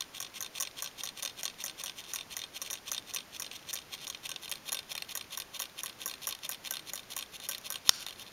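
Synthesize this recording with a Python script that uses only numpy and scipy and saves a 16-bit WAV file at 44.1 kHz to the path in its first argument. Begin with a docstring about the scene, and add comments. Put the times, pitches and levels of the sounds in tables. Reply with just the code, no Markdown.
"""A homemade motor in a small quiet room: a wire coil spins over a magnet, its axle in two wire supports.
Over steady hiss, four or five times a second, the axle scrapes (gritty noise through resonances), hops, and
rattles down in a burst of ticks (short blows ringing supports, wire and cardboard base). Halfway a hand takes
hold of board and magnet: the wire and sliding colours change, the thuds grow. Near the end one loud metal snap
(decaying sines, soft-clipped) and a soft swish (coloured noise)."""
import sys
import numpy as np
from scipy import signal
from scipy.fft import rfft, irfft
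from scipy.io import wavfile
from scipy.ndimage import uniform_filter1d

SR = 44100
rng = np.random.default_rng(int(sys.argv[2]) if len(sys.argv) > 2 else 0)


def wav_record(signal):
    """Record a signal, one row per channel, as 16-bit PCM in the file named by sys.argv[1]."""
    frames = np.transpose(np.atleast_2d(signal))
    bounded = np.clip(frames, -1, 1)
    # unit amplitude maps onto the largest positive 16-bit level
    quanta = np.round(bounded * 32767).astype(np.int16)
    wavfile.write(sys.argv[1], SR, quanta)


N = 366912

# Levels in the resonance, partial and hiss tables are relative within each table.
# room and microphone hiss: (frequency [Hz], level [dB])
HISS_SPECTRUM = [(20, -5.5), (60, -2.5), (150, 0.5), (400, -.5), (1000, -3), (2000, -4.5), (3600, -7.5),
                 (4800, -8.5), (6500, -9.5), (9000, -15), (12000, -16), (15500, -19), (16200, -41)]
# dull ring of the supports: (frequency [Hz], width [Hz], level [dB])
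SUPPORT_MODES = [(2460, 484, -9), (2757, 320, -9), (3242, 640, -4), (3642, 240, -1), (4200, 400, -4),
                 (5100, 970, -13)]
# bright ring of the struck wire: (frequency [Hz], width [Hz], level board free [dB], level board held [dB])
WIRE_MODES = [(5720, 270, 5.5, 7), (6260, 820, 3, -13), (6700, 1300, -3, 0.5), (8640, 100, 3, -8),
              (9080, 4200, -9, -5.5), (10970, 690, -6, 2.5), (11500, 480, -23, -1.5), (11950, 400, -12, -4),
              (13250, 350, -16, -6), (13700, 700, -18, -10), (14960, 690, -10, -3)]
# cardboard base: (frequency [Hz], width [Hz], level [dB])
BOARD_MODES = [(564, 110, -4), (794, 320, -8.5), (1114, 183, 1.5), (1550, 27, 1.5), (1460, 420, -10.5),
               (1883, 350, -3.5)]
# thin ring of the rebound: (frequency [Hz], width [Hz], level [dB])
REBOUND_MODES = [(5850, 1150, -11), (6830, 310, 5), (10570, 2600, -3.5), (12000, 230, -8),
                 (12930, 360, 9.5), (12900, 280, -9), (15360, 390, -3)]
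# thin, lingering ring of the supports: (frequency [Hz], width [Hz], level [dB])
LINGER_MODES = [(3632, 136, 1.5), (8550, 95, 0.5)]
# single knocks of the axle out of step with the bounces: (time [s], level [dB], hardness [dB])
KNOCKS = [(0.0074, -26, 1), (0.021, -31, -7), (0.6075, -24.5, 16), (1.0083, -33, -10), (1.225, -30, 3),
          (2.702, -31, -0.5), (2.9374, -35, 0.5), (3.1466, -27, 17), (3.1703, -30.5, -5),
          (3.514, -34.5, -7), (3.7373, -26.5, 21), (4.0692, -33, -2), (4.4793, -36, -11),
          (4.5233, -29.5, -8), (4.692, -31, -3.5), (4.7281, -24, 10), (5.5942, -32, 0.5),
          (6.1388, -34.5, -7), (6.35, -35.5, -2.5), (6.4503, -32.5, -4), (6.673, -32.5, -4),
          (6.794, -36.5, -8), (7.493, -29.5, 15), (7.5813, -36.5, 5)]
# one row per turn of the coil: scrape, flight, landing, three bounces; lengths count from the landing:
# (landing time [s], landing level [dB], hardness = bright over dull ring [dB], first hop length [s],
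# rattle length [s], first bounce level [dB], second bounce level [dB], last bounce level [dB],
# flight length before landing [s], scrape level [dB])
TURNS = [(0.203, -28, 9.5, 0.023, .062, -30.5, -37, -41, 0.021, -40.5),
         (0.4066, -29, 13.5, .0188, .056, -29, -35.5, -35, 0.023, -40.5),
         (0.601, -26.5, 18.5, .0234, 0.072, -25, -35, -33, 0.016, -40.5),
         (0.8233, -26.5, 12.5, 0.02, 0.051, -31.5, -32.5, -34.5, 0.017, -41),
         (1.0354, -28, 11, .0188, 0.054, -33, -32.5, -32, .022, -39.5),
         (1.2307, -28, 7.5, 0.02, 0.066, -27, -30.5, -37, 0.026, -41.5),
         (1.4324, -28, 8.5, .0217, 0.067, -24.5, -31, -39, .021, -41),
         (1.6398, -27.5, 19, 0.022, 0.057, -29.5, -33, -32, 0.016, -38),
         (1.8373, -29, 11, 0.023, 0.059, -31, -34.5, -31, 0.021, -38.5),
         (2.0124, -44, -5, 0.027, 0.062, -41, -54, -50, 0.0066, -41),
         (2.1356, -26.5, 13.5, 0.024, 0.074, -26.5, -33, -33, .014, -42),
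         (2.3673, -27, 9.5, .0241, 0.071, -33.5, -33, -31, 0.026, -40),
         (2.6168, -29, 8.5, 0.0084, .030, -35, -51, -54, 0.039, -39.5),
         (2.7086, -29.5, 18.5, 0.022, 0.065, -28.5, -36.5, -42, 0.027, -41.5),
         (2.9166, -24.5, 12, 0.03, 0.063, -30, -36, -28, 0.018, -41),
         (3.1378, -31.5, 7.5, 0.024, .068, -26, -33, -37.5, .022, -44),
         (3.3982, -28.5, 15.5, .0232, .0663, -28.5, -37, -36.5, 0.027, -43),
         (3.5720, -50, -8, 0.018, 0.044, -58, -61, -60, 0.0048, -42.5),
         (3.7308, -29, 11, .0245, .057, -31, -34.5, -36, .021, -36.5),
         (3.959, -48, -7, .0200, .040, -44, -54, -50, 0.008, -39),
         (4.0770, -34, 10.5, .0230, .0702, -29, -44, -32.5, 0.026, -43),
         (4.2920, -31, 4.5, .0240, 0.069, -29, -58, -30.5, 0.022, -37.5),
         (4.4948, -37, 10, .0201, .0606, -27, -38.5, -36.5, .033, -42.5),
         (4.7204, -27.5, 9, .0251, 0.07, -28, -30.5, -30.5, 0.025, -41),
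         (4.9522, -30, -1.5, .0262, 0.07, -28.5, -48, -29, 0.022, -38),
         (5.1525, -27, 12.5, .0214, .0582, -27.5, -43, -33, 0.025, -42),
         (5.3742, -27.5, 10, .0264, .046, -30, -50, -35.5, 0.023, -37.5),
         (5.6, -26.5, 9.5, .0200, 0.055, -27.5, -37, -37.5, 0.028, -39),
         (5.8340, -28, 14, 0.026, 0.062, -30, -40, -37, 0.025, -40.5),
         (6.0590, -25, 19, .0190, .0538, -30.5, -34, -32.5, 0.022, -41),
         (6.2710, -24.5, 15, 0.018, .0542, -28.5, -32, -30, .016, -40.5),
         (6.4922, -26.5, 16.5, 0.022, 0.053, -32, -35.5, -36, 0.026, -39),
         (6.709, -25, 12, 0.029, 0.06, -31, -36, -30, 0.029, -40.5),
         (6.9346, -28, 16.5, 0.022, 0.059, -32, -35, -38, 0.029, -41),
         (7.1653, -27.5, 10, 0.024, 0.06, -29.5, -36, -31.5, 0.029, -39.5),
         (7.4003, -38, -2.5, 0.018, .040, -51, -50, -50, 0.034, -41),
         (7.4886, -26.5, 14, 0.024, .0598, -30.5, -34.5, -30, 0.023, -41),
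         (7.7032, -27.5, 13, 0.02, 0.054, -30, -34, -29.5, .027, -38.5),
         (7.8927, -32, 10, .0220, .060, -48, -48, -46, .002, -40),
         (8.065, -31, -2.5, 0.02, 0.061, -35, -37, -42, 0.033, -41),
         (8.233, -50, -11, 0.022, 0.065, -54, -57, -54, .004, -44.5)]
# hiss of the sliding contact: (frequency [Hz], width [Hz], level board free [dB], level board held [dB])
SLIDE_MODES = [(6000, 380, 1, -0.5), (6200, 2200, -1, -2), (6950, 3200, -4, -3.5), (8450, 250, 6.5, -4),
               (8950, 2000, -12, -9), (11100, 390, -4.5, 3.5), (13000, 1400, -8, -6),
               (14600, 780, -4, -3.5)]
# crackle of the snags: (frequency [Hz], width [Hz], level [dB])
CRACKLE_MODES = [(6000, 3100, 0), (10700, 3800, -1), (13600, 830, -12)]
# partials of the loud snap: (frequency [Hz], level [dB])
SNAP_PARTIALS = [(130, -30), (600, -27), (1090, -11.5), (1450, -9.5), (1900, -7), (2570, -8.5), (3080, -2),
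                 (3630, 2.5), (4180, -3.5), (4880, -1.5), (5535, 2.5), (6020, -3.5), (6400, -9), (6800, -4),
                 (8550, -11), (9520, -6.5), (10750, -20), (11750, -13), (14230, -28)]
# course of the swish after the snap: (time [s], level [dB])
SWISH_LEVEL = [(7.892, -36), (7.9, -46), (7.95, -44), (7.995, -48), (8.05, -51)]
# colour of the swish: (frequency [Hz], width [Hz], level [dB])
SWISH_MODES = [(1420, 580, -2), (3030, 1300, -4), (4580, 1100, 1), (5600, 700, 1.5), (6900, 1500, -4),
               (8900, 2000, -9), (12700, 2600, -19)]

TAP_SIZE = 2048  # samples in a blow or impulse response
HISS_DB = -54.5
HELD_S, HELD_THUD_DB = 4.4, 1.3  # the hand presses the board down, so it takes more of each blow
SKIP_DB = -10  # the wire skips halfway through the first hop, re landing
FAR_END_S, FAR_END_DB = .0075, -3  # other axle end: after first bounce, re mean dB of first two bounces
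LEAD_S, LEAD_DB = .0083, -26  # the axle brushes a support before landing, re landing
SECOND_SHARE = .55  # second bounce, as a fraction of the time from first to last
SOFT_DB, SOFTEN_S = -9, .033  # hardness tends to this after landing, this fast
LANDING_THUD_DB, SKIP_THUD_DB, THUD_DB, KNOCK_THUD_DB = -9.5, -24, -14, -15  # re contact
JITTER_S, JITTER_DB = .0007, 2.5  # standard deviations for the lesser contacts
SCRAPE_S, SCRAPE_AT_DB, STRETCH_PER_DB = .031, -40, .06  # length at this level; lighter touch drags longer
SCRAPE_HARD_DB = -2  # bright hiss over dull ring
DRAG_DB, DRAG_HARD_DB, RUN_OUT_S = -20.5, -7, .016  # rub re late bounces; outlasts the last by RUN_OUT_S
SNAP_S, SNAP_DB = 7.8922, -3.5  # level before decay and clipping
NOTCH_HZ, EDGE_HZ = 7823, 16600


def amp(db):
    """Decibels to gain."""
    return 10 ** (np.asarray(db) / 20)


def evened(x):
    """Scales to rms 1."""
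    return x / np.sqrt(np.mean(x ** 2) + 1e-20)


def add(mix, time_s, sound):
    """Mixes a sound in at a time."""
    start = max(round(time_s * SR), 0)
    part = mix[start:][:len(sound)]
    part += sound[:len(part)]


def causal(gain):
    """Minimum-phase impulse response of a gain over the full frequency circle."""
    log_gain = np.log(np.maximum(gain, 1e-5))
    return np.fft.ifft(np.exp(np.conj(signal.hilbert(log_gain)))).real


def body(modes, scatter_db=0, detune=0):
    """Impulse response of a resonant object; the spot struck shifts and favours some modes."""
    hz, width_hz, db = np.transpose(modes)[:, :, None]
    db = db + scatter_db * rng.standard_normal(db.shape)
    hz = hz * (1 + detune * rng.standard_normal(hz.shape))
    f = np.fft.rfftfreq(TAP_SIZE, 1 / SR)
    offset = (f - hz) / width_hz * 2.05  # width is about the full -6 dB width
    power = amp(db) ** 2 / (1 + offset ** 2) ** 2
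    gain = np.sqrt(power.sum(0))
    return causal(np.concatenate([gain, gain[-2:0:-1]]))


def ringing(force, modes):
    """A running force through a body; rms 1."""
    return evened(signal.oaconvolve(force, body(modes))[:N])


def shares(hard_db):
    """Splits unit power into (dull, bright) gains."""
    bright = amp(hard_db)
    return np.array([1, bright]) / np.hypot(1, bright)


def grips(table):
    """Splits a table with two level columns into modes with the board free and held."""
    free = [(hz, width_hz, free_db) for hz, width_hz, free_db, _ in table]
    held = [(hz, width_hz, held_db) for hz, width_hz, _, held_db in table]
    return free, held


def hiss():
    """Steady room and microphone noise: white noise shaped by a spectrum."""
    hz, db = np.transpose(HISS_SPECTRUM)
    f = np.fft.rfftfreq(N, 1 / SR)
    colour = amp(np.interp(np.log(f + 1), np.log(hz), db))
    noise = irfft(rfft(rng.standard_normal(N)) * colour, N)
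    return amp(HISS_DB) * evened(noise)


def taps():
    """Every axle contact as (time s, level dB, hardness dB, thud dB): knocks, landings, bounces."""
    contacts = [(s, db, hard_db, KNOCK_THUD_DB) for s, db, hard_db in KNOCKS]
    for turn, chance in zip(TURNS, rng.standard_normal((len(TURNS), 3, 2))):
        s, level_db, landing_hard_db, hop_s, rattle_s, first_db, second_db, last_db, _, _ = turn
        second_s = hop_s + SECOND_SHARE * (rattle_s - hop_s)
        far_end_db = (first_db + second_db) / 2 + FAR_END_DB
        main = [(0, level_db, LANDING_THUD_DB),
                (hop_s, first_db, THUD_DB),
                (second_s, second_db, THUD_DB),
                (rattle_s, last_db, THUD_DB)]
        lesser = [(-LEAD_S, level_db + LEAD_DB, SKIP_THUD_DB),
                  (hop_s / 2, level_db + SKIP_DB, SKIP_THUD_DB),
                  (hop_s + FAR_END_S, far_end_db, THUD_DB)]
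        lesser = [(lag_s + JITTER_S * a, db + JITTER_DB * b, thud_db)
                  for (lag_s, db, thud_db), (a, b) in zip(lesser, chance)]
        for lag_s, db, thud_db in main + lesser:
            remaining = np.exp(-(lag_s / SOFTEN_S) ** 2)
            hard_db = SOFT_DB + (landing_hard_db - SOFT_DB) * remaining
            contacts.append((s + lag_s, db, hard_db, thud_db))
    return [(s, db, hard_db, thud_db + HELD_THUD_DB * (s > HELD_S))
            for s, db, hard_db, thud_db in contacts]


def strike(response, chatter, chatter_s, rise_s=.00051):
    """One blow and the brief chatter of the contact ring a body; energy of unit rms over 5 ms."""
    t = np.arange(TAP_SIZE) / SR
    force = rng.standard_normal(TAP_SIZE) * np.exp(-t / chatter_s) * (1 - np.exp(-t / rise_s))
    force *= chatter / np.linalg.norm(force)
    force[0] += 1
    ring = signal.fftconvolve(force, response)[:TAP_SIZE]
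    return ring / np.linalg.norm(ring) * np.sqrt(.005 * SR)


def rattle(dull_db=-4.5, bright_db=-4.5, thud_db=-5.0, rebound_db=-10, rebound_s=.0046, linger_db=-15,
           settle_db=-50, settle_spread_db=4, graze_db=-19, graze_s=.0021, scatter_db=1.8):
    """Each contact grazes, rings support and wire, thumps the board, rebounds if hard, bounces faintly."""
    free, held = grips(WIRE_MODES)
    lingering, out = body(LINGER_MODES), np.zeros(N)
    for s, level_db, hard_db, board_db in taps():
        dull, bright = shares(hard_db)
        wire = body(held if s > HELD_S else free, scatter_db, detune=.0082)
        thin = body(REBOUND_MODES, scatter_db, detune=.025)
        supports, board = body(SUPPORT_MODES, scatter_db), body(BOARD_MODES, scatter_db)
        lag_s = rebound_s * bright ** 4 * rng.uniform(.8, 1.2)  # harder blows hop for longer

        graze = dull * strike(supports, chatter=6.3, chatter_s=.0012)
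        graze += bright * strike(wire, chatter=3.5, chatter_s=.0017)
        add(out, s - graze_s * rng.random(), amp(level_db + graze_db) * graze)

        dull_ring = dull * strike(supports, chatter=1.5, chatter_s=.0021)
        add(out, s, amp(level_db + dull_db) * dull_ring)
        bright_ring = bright * strike(wire, chatter=.91, chatter_s=.0012)
        add(out, s, amp(level_db + bright_db) * bright_ring)
        linger = dull * strike(lingering, chatter=.89, chatter_s=.0028)
        add(out, s, amp(level_db + linger_db) * linger)

        rebound = bright ** 4 * strike(thin, chatter=2.5, chatter_s=.00079)
        add(out, s + lag_s, amp(level_db + rebound_db) * rebound)
        thud = strike(board, chatter=1.43, chatter_s=.0033)
        add(out, s + lag_s / 2, amp(level_db + board_db + thud_db) * thud)

        faint_s = s + rng.uniform(.0063, .045)
        add(out, faint_s, amp(settle_db - settle_spread_db * rng.exponential()) * graze)
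    return out


def scrapes():
    """Every rub as (start s, end s, level dB, hardness dB): scrape to lift-off, drag under bounces."""
    rubs = []
    for s, _, _, _, rattle_s, _, second_db, last_db, flight_s, scrape_db in TURNS:
        lift_off_s = s - flight_s
        scrape_s = SCRAPE_S * np.exp(STRETCH_PER_DB * (SCRAPE_AT_DB - scrape_db))
        rubs.append((lift_off_s - scrape_s, lift_off_s, scrape_db, SCRAPE_HARD_DB))
        drag_db = (second_db + last_db) / 2 + DRAG_DB
        rubs.append((s + rattle_s / 2, s + rattle_s + RUN_OUT_S, drag_db, DRAG_HARD_DB))
    return rubs


def scrape(dull_db=-1.5, bright_db=-2.5, base_db=-15, crackle_db=-10, crackles_per_s=480,
           rise_s=.0094, fall_s=.0023, swell_db=4, grain_db=4, grain_s=.002):
    """The axle drags over the supports: gritty friction swells to mid-rub, then holds to the end."""
    t = np.arange(N) / SR
    pressure = np.zeros((2, N))  # dull, bright
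    for start_s, end_s, level_db, hard_db in scrapes():
        near = (t > start_s - .1) & (t < end_s + .05)
        u = t[near]
        edges = np.exp(np.minimum(u - start_s, 0) / rise_s - np.maximum(u - end_s, 0) / fall_s)
        swell = amp(np.interp(u, [start_s, (start_s + end_s) / 2], [-swell_db, .8]))
        pressure[:, near] += shares(hard_db)[:, None] * amp(level_db) * edges * swell

    slips = evened(uniform_filter1d(rng.standard_normal(N), int(grain_s * SR)))
    friction = rng.standard_normal(N) * amp(grain_db * slips)
    # tiny snags of the wire crackle on top
    snags = (rng.random(N) < crackles_per_s / SR) * rng.standard_normal(N)

    free, held = (ringing(friction, modes) for modes in grips(SLIDE_MODES))
    slide = np.where(t > HELD_S, held, free)
    low = amp(dull_db) * ringing(friction, SUPPORT_MODES)
    low += amp(base_db) * ringing(friction, BOARD_MODES)
    high = amp(bright_db) * slide + amp(crackle_db) * ringing(snags, CRACKLE_MODES)
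    return pressure[0] * low + pressure[1] * high


def room(x, t60_s=.11, dull_hz=6000):
    """Short, dull reverberation of table and near wall: decaying low-passed noise from 3 ms on."""
    t = np.arange(SR // 2) / SR
    tail = rng.standard_normal(len(t)) * amp(-60 * t / t60_s) * (t > .003)
    tail = signal.sosfilt(signal.butter(1, dull_hz, fs=SR, output="sos"), tail)
    return signal.oaconvolve(x, tail / np.linalg.norm(tail))[:N]


def snap(length_s=.0026, shape=1.95, ceiling=.65):
    """Hard metal knock, probably coil on magnet: partials die in milliseconds, overload the microphone."""
    t = np.arange(TAP_SIZE) / SR
    partials = [(-1) ** k * amp(db) * np.sin(2 * np.pi * hz * t)
                for k, (hz, db) in enumerate(SNAP_PARTIALS)]
    decay = np.exp(-(t / length_s) ** shape)
    ring = amp(SNAP_DB) * evened(sum(partials)) * decay
    out = np.zeros(N)
    add(out, SNAP_S, ceiling * np.tanh(ring / ceiling))
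    return out


def swish():
    """Soft hiss that lingers after the snap: noise through broad resonances."""
    s, db = np.transpose(SWISH_LEVEL)
    level = amp(np.interp(np.arange(N) / SR, s, db, left=-np.inf, right=-np.inf))
    return level * ringing(rng.standard_normal(N), SWISH_MODES)


def scene():
    """Hiss, motor, snap and swish, with motor and snap also sent to the room."""
    motor, knock = rattle() + scrape(), snap()
    reverb = room(amp(-21.5) * motor + amp(-45) * knock)
    return (motor + knock + swish() + reverb + hiss())[None]


def record(dry, notch_half_width_hz=440, notch_db=-22):
    """The microphone has a deep notch in the treble; then a low-pass band limit."""
    offset_hz = abs(np.fft.fftfreq(TAP_SIZE, 1 / SR)) - NOTCH_HZ
    depth = amp(notch_db)
    recovery = offset_hz ** 2 / (offset_hz ** 2 + notch_half_width_hz ** 2)
    notch = causal(depth + (1 - depth) * recovery)
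    coloured = signal.oaconvolve(dry, notch[None])[:, :N]
    band_limit = signal.firwin(301, EDGE_HZ, window=("kaiser", 9), fs=SR)
    return signal.oaconvolve(coloured, band_limit[None], "same")


dry = scene()
out = record(dry)
wav_record(out)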